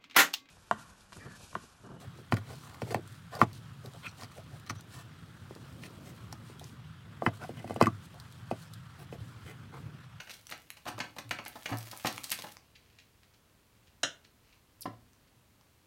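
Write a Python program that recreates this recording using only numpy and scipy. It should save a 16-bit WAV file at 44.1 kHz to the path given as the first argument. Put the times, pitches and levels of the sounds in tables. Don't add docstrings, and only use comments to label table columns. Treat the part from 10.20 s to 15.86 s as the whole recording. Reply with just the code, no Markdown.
import sys
import numpy as np
from scipy import signal
from scipy.fft import rfft, irfft
from scipy.io import wavfile
from scipy.ndimage import uniform_filter1d

SR = 44100
rng = np.random.default_rng(int(sys.argv[2]) if len(sys.argv) > 2 else 0)


def dump(signal):
    limited = np.clip(np.atleast_2d(signal).T, -1, 1)
    pcm = np.round(limited * 32767).astype(np.int16)
    wavfile.write(sys.argv[1], SR, pcm)


N = 249606
TIME = np.arange(N) / SR


def from_db(db):
    return 10 ** (np.asarray(db) / 20)


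def unit_rms(x):
    return x / np.sqrt(np.mean(x ** 2) + 1e-20)


def at_hz(points, hz):
    points_hz, values = np.transpose(points)
    return np.interp(np.log(hz + 1e-3), np.log(points_hz), values)


def add(track, start_s, sound):
    start = max(int(start_s * SR), 0)
    track[start:start + len(sound)] += sound[:N - start]


def colour(x, spectrum, tilt_db=0):
    hz = np.fft.rfftfreq(len(x), 1 / SR) + 1e-3
    octaves_outside = np.abs(np.log2(hz / np.clip(hz, spectrum[0][0], spectrum[-1][0])))
    gain = from_db(at_hz(spectrum, hz) + tilt_db * np.log2(hz) - 60 * octaves_outside)
    return unit_rms(irfft(rfft(x) * gain, len(x)))


def burst(spectrum, rise_s, t60_s, tilt_db=0, grit_db=0):
    t = TIME[:8192]
    rise_s = max(rise_s, 1e-4)
    envelope = np.minimum(t / rise_s, 1) * from_db(-60 * np.maximum(t - rise_s, 0) / t60_s)
    catches = unit_rms(uniform_filter1d(rng.standard_normal(len(t)), size=32))
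    noise = colour(rng.standard_normal(len(t)), spectrum, tilt_db)
    return unit_rms(envelope * from_db(grit_db * catches) * noise) * np.sqrt(np.mean(envelope ** 2))


def ring(modes, contact_s, build_cycles):
    t, out = TIME[:SR], 0
    for hz, db, t60_s in modes:
        strength = from_db(db) / (1 + (hz * contact_s) ** 4) ** .5
        envelope = (1 - np.exp(-t * hz / build_cycles)) * from_db(-60 * t / t60_s)
        out = out + strength * envelope * np.sin(2 * np.pi * (hz * t + rng.random()))
    return out


def crackle(level_db, spectrum, grains_per_s, spread_db):
    sizes = from_db(spread_db * np.minimum(rng.exponential(1, N), 4)) * rng.choice([-1, 1], N)
    grains = sizes * (rng.random(N) < grains_per_s / SR)
    return from_db(level_db) * colour(grains, spectrum)


# freq_hz, gain_db
ROOM_TONE_EQ = [(12, -70), (20, -15.5), (45, -2.5), (107, 2), (146, -4.5), (216, -6.5), (357, -10.5),
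                (759, -16), (1000, -14.5), (2140, -20), (2820, -22), (3340, -21.5), (4420, -22.5),
                (4940, -24.5), (16000, -27)]


def room_tone():
    return from_db(-65.5) * colour(rng.standard_normal(N), ROOM_TONE_EQ)


# freq_hz, t60_s
ROOM_DECAY = [(150, 0.58), (700, 0.29), (3000, 0.3), (7000, 0.22), (14000, 0.14)]


def reverb(send, predelay_s=0.0037):
    t, tail = TIME[:SR // 2], 0
    edges_hz = np.geomspace(80, 18000, 9)
    for low, high in zip(edges_hz, edges_hz[1:]):
        bandpass = signal.butter(2, [low, high], "band", fs=SR, output="sos")
        band = signal.sosfilt(bandpass, rng.standard_normal(len(t)))
        decay = from_db(-60 * t / at_hz(ROOM_DECAY, np.sqrt(low * high))) * (t > predelay_s)
        energy_share = (high - low) / (SR / 2)
        tail = tail + unit_rms(band * decay) * np.sqrt(energy_share / len(t))
    return signal.fftconvolve(send, tail)[:N]


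# freq_hz, gain_db
GRIP_EQ = [(1180, -16), (2000, 1), (2840, 4), (3640, -5), (3950, 0.5), (7000, -10.5), (9100, -41),
           (15400, -120)]
# centre_s, level_db, half_length_s
GRIP_SHIFTS = [(2.65, -78, 0.28), (3.56, -80, 0.024), (4.315, -71, 0.068)]
# crest_s, level_db
TICKS = [(2.556, -53.5), (2.791, -52.5), (3.036, -61.5), (3.143, -63.5), (3.675, -62.5), (4.048, -56.5),
         (5.077, -68)]


def grip(rest_db=-81.5, tick_rise_s=0.0072):
    swells = sum(from_db(db) * np.exp(-((TIME - s) / half_s) ** 2) for s, db, half_s in GRIP_SHIFTS)
    out = crackle(20 * np.log10(from_db(rest_db) + swells), GRIP_EQ, grains_per_s=470, spread_db=3)
    for crest_s, db in TICKS:
        tick = burst(GRIP_EQ, tick_rise_s, t60_s=0.065, grit_db=7)
        add(out, crest_s - tick_rise_s, from_db(db) * tick)
    return out


# start_s, strength_db, contact_s
TABLE_BUMPS = [(0.736, -27.5, 0.018), (1.047, -34.5, 0.012), (1.513, -28.5, 0.0043), (1.848, -54, 0.00056),
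               (4.658, -41, 0.00039)]
# pitch_hz, gain_db, t60_s
TABLE_MODES = [(112.6, 0, 0.44), (279.6, 7, 0.13), (503, -22, 0.19), (718, -5, 0.23), (1015, 13.5, 0.046),
               (1825, -7, 0.14)]
# freq_hz, gain_db
RAP_EQ = [(130, -41), (190, -13.5), (262, 8.5), (365, -7), (540, -7), (1070, -2.5), (1580, -16.5),
          (1850, -12.5), (2580, -30.5), (2810, -15), (3390, -28), (3920, -20), (7000, -38), (9100, -68),
          (15400, -120)]
# freq_hz, gain_db
THUD_EQ = [(76, -21), (130, -0.5), (216, -5), (291, -1), (387, -9), (450, -55), (580, -22.5), (990, -120)]


def table(rap_s=4.6548, settle_s=4.671):
    boom, rap, thud = np.zeros((3, N))
    for start_s, db, contact_s in TABLE_BUMPS:
        add(boom, start_s, from_db(db) * ring(TABLE_MODES, contact_s, build_cycles=1.8))
    add(rap, rap_s, from_db(-32) * burst(RAP_EQ, rise_s=0.0029, t60_s=0.062))
    add(thud, settle_s, from_db(-38.5) * burst(THUD_EQ, rise_s=0.011, t60_s=0.04, tilt_db=3.5))
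    return boom + rap + thud + reverb(from_db(-5.5) * rap)


# time_s, pitch_hz, level_db
SQUEAK_GLIDE = [(4.613, 4700, -54), (4.621, 4940, -50), (4.624, 5280, -41), (4.629, 4530, -49),
                (4.636, 3600, -52)]


def squeak():
    times_s, pitch_hz, level_db = np.transpose(SQUEAK_GLIDE)
    waver = .11 * unit_rms(uniform_filter1d(rng.standard_normal(N), size=24))
    cycles = np.cumsum(np.interp(TIME, times_s, pitch_hz) * (1 + waver)) / SR
    envelope = from_db(np.interp(TIME, times_s, level_db, left=-140, right=-140))
    return envelope * np.sin(2 * np.pi * cycles)


# freq_hz, gain_db
TAP_EQ = [(100, -42), (170, -40), (277, -1), (434, -7), (615, 5.5), (848, -13.5), (1420, 4.5), (2560, -7.5),
          (2710, -2), (3070, 4), (3630, -3), (4000, 0), (4800, -28), (6240, -56), (10600, -120)]
# freq_hz, gain_db
TAP_EDGE_EQ = [(2820, -43), (4800, -14), (5120, -3.5), (6630, -1.5), (8520, -13.5), (10500, -18.5),
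               (12600, -26), (16000, -41)]
# pitch_hz, gain_db, t60_s
TAP_MODES = [(287, -7, 0.17), (546, -6, 0.15), (635, -2, 0.14), (1382, -5, 0.15), (1453, -8, 0.19),
             (1579, -6, 0.19), (1660, -9, 0.19), (1758, -4, 0.19), (1853, -12, 0.19), (1939, -9, 0.17),
             (2782, -2, 0.16), (2931, -7, 0.18), (3061, -9, 0.19), (3134, -2, 0.19), (3417, -8, 0.19),
             (3797, -11, 0.19), (3869, 0, 0.13), (4090, -2, 0.15), (5142, -13, 0.19), (5275, -9, 0.17),
             (5579, -10, 0.19), (5700, -5, 0.16), (5810, -9, 0.19), (6021, -8, 0.15), (6414, -10, 0.19),
             (6578, -4, 0.12), (6764, -14, 0.19), (6862, -6, 0.13), (7897, -11, 0.12), (8256, -11, 0.11)]
# freq_hz, gain_db
SCRATCH_EQ = [(3820, -43), (6500, -13), (7610, -5), (8850, 0), (11700, 2), (12700, -7), (14600, -10),
              (16000, -3)]


def scissors(tap_s=3.8319, scratch_s=4.6135):
    crack, body, scratch = np.zeros((3, N))
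    add(crack, tap_s, from_db(-26) * burst(TAP_EQ, rise_s=0.0026, t60_s=0.069))
    add(crack, tap_s, from_db(-27) * burst(TAP_EDGE_EQ, rise_s=0.0011, t60_s=0.029))
    add(body, tap_s, from_db(-48) * burst(THUD_EQ, rise_s=0.01, t60_s=0.2))
    add(body, tap_s, from_db(-33) * ring(TAP_MODES, contact_s=.00003, build_cycles=0.6))
    add(scratch, scratch_s, from_db(-42) * burst(SCRATCH_EQ, rise_s=0.0074, t60_s=0.029))
    scratch += squeak()
    return crack + body + scratch + reverb(from_db(-7) * crack + from_db(-8) * scratch)


# time_s, level_db
HANDLING_RIDE = [(0, -66), (.45, -72.5), (.75, -75), (1.1, -78), (1.33, -65), (1.45, -59), (1.73, -56),
                 (2.12, -56.5), (2.28, -58.5), (2.36, -66.5)]


def handling_db(time_s):
    return np.interp(time_s, *np.transpose(HANDLING_RIDE), right=-120)


# freq_hz, gain_db
RUB_EQ = [(710, -28), (1200, 0), (1350, -4), (3360, -4.5), (4260, -5), (7820, -8.5), (12200, -7),
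          (16000, -7)]
# freq_hz, gain_db
SNAP_EQ = [(530, -92), (900, -1.5), (1250, -5.5), (1360, -11), (1850, -3.5), (3380, 0.5), (4310, 2.5),
           (7860, 0), (12400, 1), (16000, -8)]
# start_s, level_db, tilt_db_per_octave
PLASTIC_SNAPS = [(0.1066, -36, -9), (0.2689, -37.5, -0.5), (0.3012, -39, 9), (0.5034, -30.5, -3),
                 (0.7907, -35, -8), (1.093, -41.5, -2), (1.2514, -38.5, -2), (1.281, -33, 4),
                 (1.424, -43, -8), (1.5723, -35.5, 5), (1.5853, -33, 6), (1.7138, -34, 0.5),
                 (1.7739, -35.5, 4.5), (1.9796, -27, -7), (2.0415, -29.5, -1.5), (2.1037, -28, 4),
                 (2.1185, -20, 5), (2.143, -36, 7), (2.2218, -31.5, -4), (2.3688, -38, -5.5),
                 (4.6086, -37, 15.5), (4.9328, -55, -2), (5.4113, -53.5, -7.5)]


def embellishment():
    busy_db = handling_db(TIME)
    out = crackle(busy_db + 0.2, RUB_EQ, grains_per_s=520, spread_db=1)
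    out += crackle(busy_db - 3, SNAP_EQ, grains_per_s=19, spread_db=2)
    for start_s, db, tilt_db in PLASTIC_SNAPS:
        add(out, start_s, from_db(db) * burst(SNAP_EQ, rise_s=0.00043, t60_s=.005, tilt_db=tilt_db))
    return out


# freq_hz, gain_db
HOLLOW_EQ = [(250, -19), (430, -14), (507, -0.5), (846, -2), (992, -2.5), (1260, -5.5), (1380, -14),
             (1600, -9), (2080, -14), (3520, -120)]
# freq_hz, gain_db
CLACK_EQ = [(760, -46), (1300, -2.5), (1860, -1.5), (2590, 0.5), (2870, 0), (3500, -12.5), (4560, -8.5),
            (4970, -17.5), (6770, -12), (7020, -29.5), (7500, -24), (9750, -33), (16500, -120)]
# freq_hz, gain_db
SCUFF_EQ = [(2000, -19), (3400, 5.5), (3850, 6), (7890, -5), (9530, 0), (10400, -22), (11600, -1.5),
            (12800, -7.5), (15200, -8), (16000, -24)]


def knock(rise_s, level_db, hardness_db, steel_share):
    sudden_db = 2.13 * np.log2(0.0032 / max(rise_s, 1e-4))
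    firm_db = 0.43 * (level_db + 39)
    thud = from_db(-6.5 - .87 * hardness_db + firm_db) * burst(THUD_EQ, rise_s + 0.00096, t60_s=0.092)
    hollow = from_db(-1 - 1.01 * hardness_db) * burst(HOLLOW_EQ, rise_s, t60_s=0.081)
    clack = from_db(4.5 + .41 * hardness_db + sudden_db) * burst(CLACK_EQ, rise_s, 0.044, grit_db=3)
    scuff = from_db(-1.5 + 1.05 * hardness_db) * burst(SCUFF_EQ, rise_s, t60_s=0.038, grit_db=1)
    surface = np.sqrt(steel_share) * clack + np.sqrt(1 - steel_share) * scuff
    return from_db(level_db) * (thud + hollow + surface)


def jostles(per_s=14, rise_s=.007, spread_db=1.3, steel_share=0.43):
    cues = []
    for slot, (place, softness, dullness) in enumerate(rng.uniform(-1, 1, (40, 3))):
        crest_s = (slot + (1 + place) / 2) / per_s
        if crest_s < HANDLING_RIDE[-1][0]:
            level_db = handling_db(crest_s) + 4.5 - spread_db * softness
            hardness_db = 4 - spread_db * dullness
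            cues.append((crest_s, rise_s, level_db, hardness_db, steel_share))
    return cues


# crest_s, rise_s, level_db, hardness_db, steel_share
TOOL_HITS = [(.003, 0.0026, -45.5, 4.5, 0.98), (.074, 0.0041, -53, 3, 1), (.097, 0.0027, -49.5, 8, 0.67),
             (.115, 0.0082, -53.5, 11.5, 0.5), (.141, .009, -60, 15, 0.4), (.294, 0.0012, -56, 9, 0.6),
             (.314, 0.0043, -44.5, 3.5, 0.1), (.324, .004, -42, 5, 0.95), (.572, 0.0074, -55, 4.5, 0.7),
             (.656, 0.0029, -47.5, -1.5, .15), (.666, .002, -45, -9.5, 0.6), (.688, 0.021, -38, 0, 0.45),
             (.781, 0.0024, -44, -5, .12), (.803, 0.0013, -36.5, 0, 0.93), (.843, 0.0083, -48.5, -1, 0.8),
             (.966, 0.0034, -47.5, -3, 0.1), (.986, 0.0023, -39.5, 2, 0.24), (1.110, 0.00095, -34, 2, 0.67),
             (1.188, 0.0012, -43, -3, 1), (1.262, 0.0016, -44, 1, 0.6), (1.358, 0.0043, -45.5, -3.5, 0),
             (1.458, .0007, -39, 2, 0.68), (1.497, 0.011, -45.5, -6.5, 0.8), (1.531, .016, -39, -5.5, 1),
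             (1.732, 0.0038, -50, -7.5, .02), (1.848, .002, -35.5, -8, 0.53),
             (1.858, 0.0038, -33.5, 1, 0.3), (1.872, 0.0062, -35, 8.5, 0.64), (2.042, 0.0044, -52, 16, 0.1),
             (2.118, 0.0073, -37, 8, .35), (2.124, 0.0018, -39, 8.5, 0.58), (2.189, 0.0016, -42.5, 3, 0.07),
             (2.244, 0.0075, -44.5, -4, 0.14)]


def tools():
    out = np.zeros(N)
    for crest_s, rise_s, level_db, hardness_db, steel_share in [*TOOL_HITS, *jostles()]:
        add(out, crest_s - rise_s, knock(rise_s, level_db, hardness_db, steel_share))
    return out


def scene():
    bed = room_tone()
    on_table = table() + scissors()
    near = embellishment()
    far = grip() + tools()
    reflections = reverb(from_db(-4.5) * far + from_db(-6.5) * near)
    return (far + near + reflections + on_table + bed)[None]


def record(dry):
    return signal.sosfilt(signal.ellip(10, .2, 70, 16000, fs=SR, output="sos"), dry)


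dry = scene()
out = record(dry)
dump(out)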